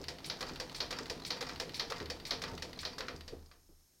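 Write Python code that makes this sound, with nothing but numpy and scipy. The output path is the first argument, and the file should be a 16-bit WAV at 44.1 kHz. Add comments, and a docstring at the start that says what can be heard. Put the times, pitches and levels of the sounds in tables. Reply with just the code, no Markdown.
"""Leather sewing machine

Close by in a quiet room, the machine makes two stitches a second, then slows and stops.
Each stitch is the same round of steel contacts (needle, feed, shuttle, presser foot), which ring
the iron frame and its table. The drive thumps and rumbles underneath; a faint hiss remains."""
import sys
import numpy as np
from scipy import signal
from scipy.fft import rfft, irfft
from scipy.io import wavfile
from scipy.ndimage import uniform_filter1d

SR = 44100
rng = np.random.default_rng(int(sys.argv[2]) if len(sys.argv) > 2 else 0)


def int16_out(signal):
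    """Quantize to a 16-bit WAV file."""
    q = np.round(np.clip(np.atleast_2d(signal).T, -1, 1) * 32767)
    wavfile.write(sys.argv[1], SR, q.astype(np.int16))


N = 176400
T = np.arange(N) / SR
RING_SAMPLES = 17000
AGE = T[:RING_SAMPLES]  # seconds since a blow
BAND_EDGES_HZ = np.geomspace(18, 17000, 33)
BAND_HZ = np.sqrt(BAND_EDGES_HZ[1:] * BAND_EDGES_HZ[:-1])


def amp(db):
    """Turn decibels into a gain."""
    return 10 ** (np.asarray(db) / 20)


def at_hz(table, hz, column=1):
    """Read a table at any pitch, blending between its rows."""
    rows = np.array(table)
    return np.interp(np.log(hz), np.log(rows[:, 0]), rows[:, column])


def level(table):
    """Gain over time from rows of time_s, level_db."""
    return amp(np.interp(T, *np.transpose(table)))


def add(out, start_s, sound):
    """Mix a sound in at its start time."""
    i = int(np.clip(start_s * SR, 0, N - 1))
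    out[i:i + len(sound)] += sound[:N - i]


def noise_bands():
    """Separate bands of noise from low to high, all equally strong."""
    filters = [signal.butter(2, edges, "band", fs=SR, output="sos")
               for edges in zip(BAND_EDGES_HZ, BAND_EDGES_HZ[1:])]
    bands = np.array([signal.sosfilt(sos, rng.standard_normal(N + RING_SAMPLES))[RING_SAMPLES:]
                      for sos in filters])
    return bands / bands.std(axis=1, keepdims=True)


def band_gains(tone):
    """Gain of each band. A tone table sets the balance of low and high, not the loudness."""
    gains = amp(at_hz(tone, BAND_HZ)) * np.sqrt(BAND_HZ)
    return gains / np.linalg.norm(gains)


def piece(bands):
    """A random stretch of the bands, as long as one ring."""
    i = rng.integers(N - RING_SAMPLES)
    return bands[:, i:i + RING_SAMPLES]


def steady_noise(tone):
    """Noise with the given tone and a power of 1."""
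    hz = np.maximum(np.arange(N // 2 + 1) * SR / N, 1)
    noise = irfft(rfft(rng.standard_normal(N)) * amp(at_hz(tone, hz)), N)
    return noise / noise.std()


# Tone of the hiss both ears share, and of the part that sets them apart: pitch_hz, level_db
HISS_TONE = [(100, 7), (300, -12), (700, -15), (1600, -5), (3000, -6), (4900, 1), (5400, 8), (5900, -1),
             (6350, 6), (7100, 0.5), (7700, -6), (8500, 4), (9300, -4.5), (10300, -8), (11400, 4.5),
             (12500, -1), (14000, -8), (16000, -6)]
HISS_SIDE_TONE = [(60, 2), (150, 3), (500, 4), (1500, -0.5), (4500, 0.5), (8000, 13), (15000, 14)]

def hiss(shared_db=-71, side_db=-78.5):
    """A faint steady hiss, slightly different left and right."""
    shared = amp(shared_db) * steady_noise(HISS_TONE)
    return shared + amp(side_db) * steady_noise(HISS_SIDE_TONE) * [[1], [-1]]


# Shaking of the stand: time_s, level_db
RUMBLE = [(0, -82), (.6, -65), (1.5, -77.5), (2.3, -61), (2.8, -70), (3.4, -61), (3.8, -68), (4, -90)]
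# Its tone: pitch_hz, level_db
RUMBLE_TONE = [(20, 9.5), (29, 16), (42, -14), (60, -20.5), (120, -30.5), (400, -78)]

def stand_rumble(bands):
    """The stand shakes with a deep rumble."""
    return level(RUMBLE) * (band_gains(RUMBLE_TONE) @ bands)


# Noise of the sliding parts: time_s, level_db
SLIDING = [(0, -55), (.5, -51.5), (1.5, -52.5), (2.5, -52.5), (2.9, -55), (3.15, -58), (3.4, -62.5),
           (3.6, -75), (3.8, -77.5), (4, -77.5)]
# Its tone: pitch_hz, level_db
SLIDING_TONE = [(60, 0), (110, -1), (160, 4.5), (210, -3.5), (290, 2), (500, -8.5), (900, -10),
                (2500, -23.5), (4800, -15), (7000, -36), (15000, -38)]

def sliding_parts(bands, peak_rattles_per_s=110, rattle_db=5, rattle_s=0.0039):
    """Bearings and slides murmur and rattle while the wheel turns."""
    effort = level(SLIDING)
    chance = peak_rattles_per_s / SR * effort / effort.max()
    clicks = (rng.random(N) < chance) * amp(rattle_db) * rng.random(N)
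    bursts = signal.lfilter([1], [1, -np.exp(-1 / (rattle_s * SR))], clicks + 1e-18)
    murmur = band_gains(SLIDING_TONE) @ bands
    steel = (band_gains(SHUTTLE_TONE) @ bands)[::-1]  # backwards, so unrelated to the murmur
    return effort * (murmur + bursts * steel)


# Thumps of the drive: start_s, thud_db, boom_db
THUMPS = [(.002, -49, -53.5), (0.269, -57, -71), (.508, -49.5, -56), (1.007, -49.5, -59),
          (1.164, -55.5, -66), (1.481, -76, -52), (1.673, -53.5, -69), (2.006, -45, -46.5),
          (2.522, -44.5, -49), (2.765, -56.5, -53), (3.139, -51.5, -50.5), (3.323, -48, -51),
          (3.548, -74, -66), (3.689, -66, -66)]
# Tone of the thud: pitch_hz, level_db
THUD_TONE = [(60, -5), (150, 0.5), (215, -4.5), (300, 0.5), (400, 3), (490, -1), (650, -11), (1200, -20.5),
             (4000, -50)]
THUD_RISE_S, THUD_FALL_S = 0.0022, 0.028
BOOM_HZ, BOOM_PEAK_S, OVERTONE_HZ, OVERTONE_DB = 77, 0.067, 155.2, -14

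def drive_thumps(bands):
    """The drive thuds dully; after each thud, two low notes of the room swell and sink."""
    thud_shape = 2 * (1 - np.exp(-AGE / THUD_RISE_S)) * np.exp(-AGE / THUD_FALL_S)
    notes = np.sin(2 * np.pi * BOOM_HZ * AGE) + amp(OVERTONE_DB) * np.sin(2 * np.pi * OVERTONE_HZ * AGE)
    boom = (AGE / BOOM_PEAK_S * np.exp(1 - AGE / BOOM_PEAK_S)) ** 2 * notes
    out = np.zeros(N)
    for start_s, thud_db, boom_db in THUMPS:
        thud = thud_shape * (band_gains(THUD_TONE) @ piece(bands))
        add(out, start_s, amp(thud_db) * thud + amp(boom_db) * boom)
    return out


# The machine's blurred ring after a blow: pitch_hz, level_db, fade_s (time to drop 60 dB), build_s
TAIL = [(150, -11.5, 0.44, 0.042), (495, -12.5, 0.28, 0.02), (1110, -9.5, .26, 0.0015),
        (2450, -9.5, 0.33, 0.0014), (4660, -11.5, 0.23, 0.0012), (8100, -10.5, 0.28, 0.0025),
        (15000, -13, 0.14, .001)]
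# Clear notes of the frame and table: pitch_hz, level_db, fade_s
FRAME_NOTES = [(257.5, -12, 0.52), (395.7, -13, 0.21), (461, -17, 0.51), (501.5, -9, 0.23),
               (625, -23.5, 0.22), (700, -17, 0.43), (909, -15.5, 0.34), (1000, -17.5, 0.23),
               (1148, -14, 0.11), (1364, -16, 0.061), (1894, -8, 0.11), (2070, -7, 0.13),
               (2420, -15.5, 0.26), (2500, -13, 0.17), (2790, -9.5, 0.13), (3040, -18, 0.16),
               (3840, -23, 0.061), (3990, -19, 0.066), (4630, -7.5, 0.16), (4770, -10, 0.27),
               (5260, -6, 0.09)]
SAME_SHARE, SAME_ABOVE_HZ = 0.92, 1500  # high noise mostly repeats from blow to blow; low noise varies
NOTE_SPREAD_DB, NOTE_WANDER = 5.5, 0.0081  # the notes shift as the parts move
LONGEST_RING_CYCLES = 750

def steel_blows(bands, hits, tone, gain_db, rise_s, crack_s, tail_db, notes_db):
    """Steel hits steel: a sharp crack, a blurred ringing tail and the frame's clear notes."""
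    band_db, fade_s, build_s = (at_hz(TAIL, BAND_HZ, column)[:, None] for column in (1, 2, 3))
    crack = (1 - np.exp(-AGE / rise_s)) * np.exp(-AGE / crack_s) * (1 - np.exp(-crack_s / build_s))
    tail = amp(band_db + tail_db - 60 * AGE / fade_s) * (1 - np.exp(-AGE / build_s))
    shape = band_gains(tone)[:, None] * np.hypot(crack, tail)
    share = SAME_SHARE / (1 + (SAME_ABOVE_HZ / BAND_HZ[:, None]) ** 2)
    same_noise = (np.sqrt(share) * shape * piece(bands)).sum(axis=0)
    fresh_shape = np.sqrt(1 - share) * shape

    hz, note_db, note_fade_s = np.transpose(FRAME_NOTES)[:, :, None]
    note_fade_s = np.minimum(note_fade_s, LONGEST_RING_CYCLES / hz)
    note_shapes = amp(note_db + notes_db + at_hz(tone, hz) - 60 * AGE / note_fade_s)
    note_shapes *= 1 - np.exp(-AGE / at_hz(TAIL, hz, column=3))
    out = np.zeros(N)
    for start_s, strength_db in hits:
        fresh_noise = (fresh_shape * piece(bands)).sum(axis=0)
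        shifted_hz = hz * (1 + NOTE_WANDER * rng.standard_normal(hz.shape))
        waves = np.sin(2 * np.pi * (shifted_hz * AGE + rng.random(hz.shape)))
        note_gains = amp(NOTE_SPREAD_DB * (2 * rng.random(len(hz)) - 1.5))
        notes = note_gains @ (note_shapes * waves)
        add(out, start_s, amp(strength_db + gain_db) * (same_noise + fresh_noise + notes))
    return out


# Pings of the spring: start_s, strength_db
PINGS = [(0.014, -37.5), (0.488, -33), (0.535, -37), (0.987, -27), (1.032, -36), (1.489, -30.5),
         (1.533, -37.5), (1.9818, -35), (2.0294, -46), (2.551, -36), (3.0676, -47), (3.162, -37.5),
         (3.46, -47.5)]
# Their tone: pitch_hz, level_db
PING_TONE = [(150, -22.5), (2500, -13), (4000, -4.5), (4900, 10), (5900, -0.5), (7200, 1), (9000, -21.5),
             (11000, -34), (13000, -17), (16000, -29)]

def thread_spring(bands):
    """The thread spring gives short, bright pings."""
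    return steel_blows(bands, PINGS, PING_TONE, gain_db=-2,
                       rise_s=0.00043, crack_s=0.002, tail_db=-13.5, notes_db=-18.5)


# Ticks of the links: start_s, strength_db
TICKS = [(0.0405, -36), (0.185, -41), (0.5595, -37), (0.6962, -38.5), (1.057, -37.5), (1.1977, -45),
         (1.5595, -37.5), (1.6934, -37), (2.0578, -37), (2.1994, -40.5), (2.579, -37), (2.7303, -39),
         (3.2083, -39)]
# Their tone: pitch_hz, level_db
TICK_TONE = [(150, -1), (900, -8.5), (2000, 0.5), (3000, -2.5), (4600, 5), (6000, -20), (9000, -21),
             (15000, -22.5)]

def linkage(bands):
    """The links between the moving parts tick lightly."""
    return steel_blows(bands, TICKS, TICK_TONE, gain_db=-1.5,
                       rise_s=0.0002, crack_s=0.0037, tail_db=-9, notes_db=-11)


# Landings of the foot: start_s, strength_db
LANDINGS = [(0.0831, -27.5), (0.5996, -26.5), (1.0985, -26.5), (1.5991, -24.5), (2.1002, -27.5),
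            (2.6226, -28), (3.2791, -36)]
# Their tone: pitch_hz, level_db
LANDING_TONE = [(150, -8), (520, 13), (1250, -6), (1900, 0), (3000, -3.5), (4800, 7), (7000, -12),
                (10000, -16.5), (15000, -25)]

def foot_down(bands):
    """The presser foot, which holds the leather, comes down."""
    return steel_blows(bands, LANDINGS, LANDING_TONE, gain_db=-6.5,
                       rise_s=0.00028, crack_s=0.0079, tail_db=2, notes_db=-8)


# Answers of the table: start_s, level_db
TABLE_NOTES = [(0.084, -50), (0.41, -40.5), (.602, -46), (.907, -43), (1.101, -44), (1.409, -40),
               (1.601, -43), (1.901, -40.5), (2.102, -50), (2.419, -45), (2.986, -45.5)]
# Their tone: pitch_hz, level_db
TABLE_TONE = [(150, -14), (330, -24.5), (420, -17.5), (510, 12), (610, -17), (710, -1), (900, -2.5),
              (2000, -34)]

def wooden_table(bands, peak_s=0.015):
    """The wooden table answers the foot's blows with a short, late, hollow note."""
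    swell = (AGE / peak_s * np.exp(1 - AGE / peak_s)) ** 3
    out = np.zeros(N)
    for start_s, level_db in TABLE_NOTES:
        add(out, start_s, amp(level_db) * swell * (band_gains(TABLE_TONE) @ piece(bands)))
    return out


# Strokes of the needle: start_s, strength_db
STROKES = [(0.2436, -33), (0.7472, -33), (1.2488, -31.5), (1.7428, -30.5), (2.2514, -32.5), (2.7894, -33)]
# Their tone: pitch_hz, level_db
STROKE_TONE = [(150, -42), (700, -42.5), (1400, -25), (2000, 9.5), (2900, -1.5), (4200, 13), (5400, 10),
               (7000, -14.5), (15000, -16)]

def needle_strike(bands):
    """The needle meets the leather with a bright click."""
    return steel_blows(bands, STROKES, STROKE_TONE, gain_db=-2,
                       rise_s=0.0012, crack_s=0.0031, tail_db=2.5, notes_db=-22.5)


# Tone of the needle rubbing: pitch_hz, level_db
RUB_TONE = [(1500, -20.5), (3000, 10.5), (4300, -4.5), (5600, 5.5), (7000, 2.5), (9000, 4), (12000, -2),
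            (15000, -9)]

def needle_rub(bands, delay_s=0.026, width_s=0.011, gain_db=-24.5, rough_db=5.5):
    """The needle rubs through the leather with a short, grainy rasp on each stroke."""
    swell = np.exp(-0.5 * ((AGE - delay_s) / width_s) ** 2)
    out = np.zeros(N)
    for start_s, strength_db in STROKES:
        grain = uniform_filter1d(rng.standard_normal(RING_SAMPLES), size=100)
        rough_gain = amp(strength_db + gain_db + rough_db * grain / grain.std())
        add(out, start_s, rough_gain * swell * (band_gains(RUB_TONE) @ piece(bands)))
    return out


# Snaps of the point: start_s, strength_db
SNAPS = [(0.258, -44), (0.765, -43), (1.266, -41), (1.759, -46), (2.269, -42), (2.809, -46)]
# Their tone: pitch_hz, level_db
SNAP_TONE = [(150, -25), (3000, -10), (5000, 4), (8500, 11), (11000, -16), (15000, 0)]

def needle_snap(bands):
    """The point breaks through the leather with a thin snap."""
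    return steel_blows(bands, SNAPS, SNAP_TONE, gain_db=-2.5,
                       rise_s=0.0008, crack_s=0.0041, tail_db=-2, notes_db=-25)


# Squeaks of needle and thread: peak_s, pitch_hz, level_db
SQUEAKS = [(.262, 9950, -56), (.277, 8400, -57), (.287, 10000, -56), (.289, 11100, -56),
           (1.224, 4100, -47.5), (1.240, 4020, -57), (1.262, 4130, -55), (2.763, 4150, -52.5),
           (2.815, 8300, -57)]

def squeaks(width_s=0.0025, waver_share=0.0095):
    """Needle and thread rub and give tiny, unsteady whistles."""
    out = np.zeros(N)
    for peak_s, pitch_hz, level_db in SQUEAKS:
        waver = uniform_filter1d(rng.standard_normal(N), size=60)
        phase = 2 * np.pi * np.cumsum(pitch_hz * (1 + waver_share * waver / waver.std())) / SR
        swell = np.exp(-0.5 * ((T - peak_s) / width_s) ** 2)
        out += amp(level_db) * swell * np.sqrt(2) * np.sin(phase)
    return out


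# Clacks of the lever: start_s, strength_db
CLACKS = [(0.298, -22), (0.803, -19.5), (1.3044, -19.5), (1.7954, -19), (2.3074, -17.5), (2.8507, -22.5)]
# Their tone: pitch_hz, level_db
CLACK_TONE = [(150, -7), (500, 6), (1300, -5), (2000, -4.5), (3000, -8), (4100, 6), (5300, -0.5),
              (7000, -34.5), (10000, -26), (15000, -26.5)]

def feed_lever(bands):
    """The lever that moves the leather along hits its stop."""
    return steel_blows(bands, CLACKS, CLACK_TONE, gain_db=-3.5,
                       rise_s=0.0018, crack_s=0.0037, tail_db=-1, notes_db=-12)


# Lifts of the foot: start_s, strength_db
LIFTS = [(0.407, -23), (0.9066, -22.5), (1.4079, -22.5), (1.8999, -25), (2.4176, -24.5), (2.9818, -25.5)]
# Their tone: pitch_hz, level_db
LIFT_TONE = [(150, 8), (500, 8), (900, 1), (2000, 1), (2900, -4.5), (4700, 5.5), (5600, -1.5), (7000, -9.5),
             (15000, -25.5)]

def foot_up(bands):
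    """The presser foot lifts with a clunk."""
    return steel_blows(bands, LIFTS, LIFT_TONE, gain_db=-11,
                       rise_s=0.001, crack_s=0.012, tail_db=-2.5, notes_db=-14)


# Knocks in the shuttle drive: start_s, strength_db
KNOCKS = [(0.427, -22.5), (0.494, -29), (0.927, -20.5), (0.987, -24.5), (1.426, -24), (1.494, -23.5),
          (1.921, -21), (2.001, -25.5), (2.438, -19), (2.831, -27.5), (3.006, -20), (3.083, -21.5),
          (3.514, -40)]
# Their tone: pitch_hz, level_db
KNOCK_TONE = [(150, 6), (480, 9.5), (800, 1), (1250, 5), (2200, -1), (3300, -6), (4700, 3), (7000, -25),
              (15000, -33)]

def shuttle_knock(bands):
    """Slack in the shuttle drive lets its parts knock together."""
    return steel_blows(bands, KNOCKS, KNOCK_TONE, gain_db=-4,
                       rise_s=0.00031, crack_s=0.0027, tail_db=-5.5, notes_db=-17.5)


# Swings of the shuttle: start_s, strength_db
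SWINGS = [(.466, -37.5), (0.965, -39), (1.369, -38), (1.466, -34.5), (1.959, -38.5), (2.478, -37),
          (2.929, -43)]
# Their tone, shared by the rattle of the sliding parts: pitch_hz, level_db
SHUTTLE_TONE = [(150, -10), (900, 11), (2000, 1.5), (3000, -3.5), (4700, 7), (7000, -9.5), (15000, -24)]

def shuttle_swing(bands):
    """The shuttle, which carries the lower thread, swings over with a soft clink."""
    return steel_blows(bands, SWINGS, SHUTTLE_TONE, gain_db=-5,
                       rise_s=0.0024, crack_s=0.0073, tail_db=-10, notes_db=-2)


# Echoes from the machine's arm and bed: delay_s, level_db
ECHOES = [(.00068, -39.5), (.00161, -18), (.00305, -23), (.0047, -33)]

def with_echoes(sound):
    """Nearby surfaces add very quick copies that colour the clatter."""
    return sound + sum(amp(db) * np.interp(T - delay_s, T, sound, left=0) for delay_s, db in ECHOES)


def scene():
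    """The machine sits in the centre, with the hiss around it."""
    bands = noise_bands()
    clatter = (needle_strike(bands) + feed_lever(bands) + foot_up(bands) + shuttle_knock(bands)
               + foot_down(bands) + linkage(bands) + shuttle_swing(bands) + needle_snap(bands)
               + thread_spring(bands) + needle_rub(bands))
    return (with_echoes(clatter) + wooden_table(bands) + squeaks()
            + stand_rumble(bands) + drive_thumps(bands) + sliding_parts(bands) + hiss())


def record(dry):
    """The very highest treble is cut off steeply."""
    cutoff_hz = 16100
    return signal.sosfilt(signal.ellip(10, 0.2, 70, cutoff_hz, fs=SR, output="sos"), dry)


dry = scene()
out = record(dry)
int16_out(out)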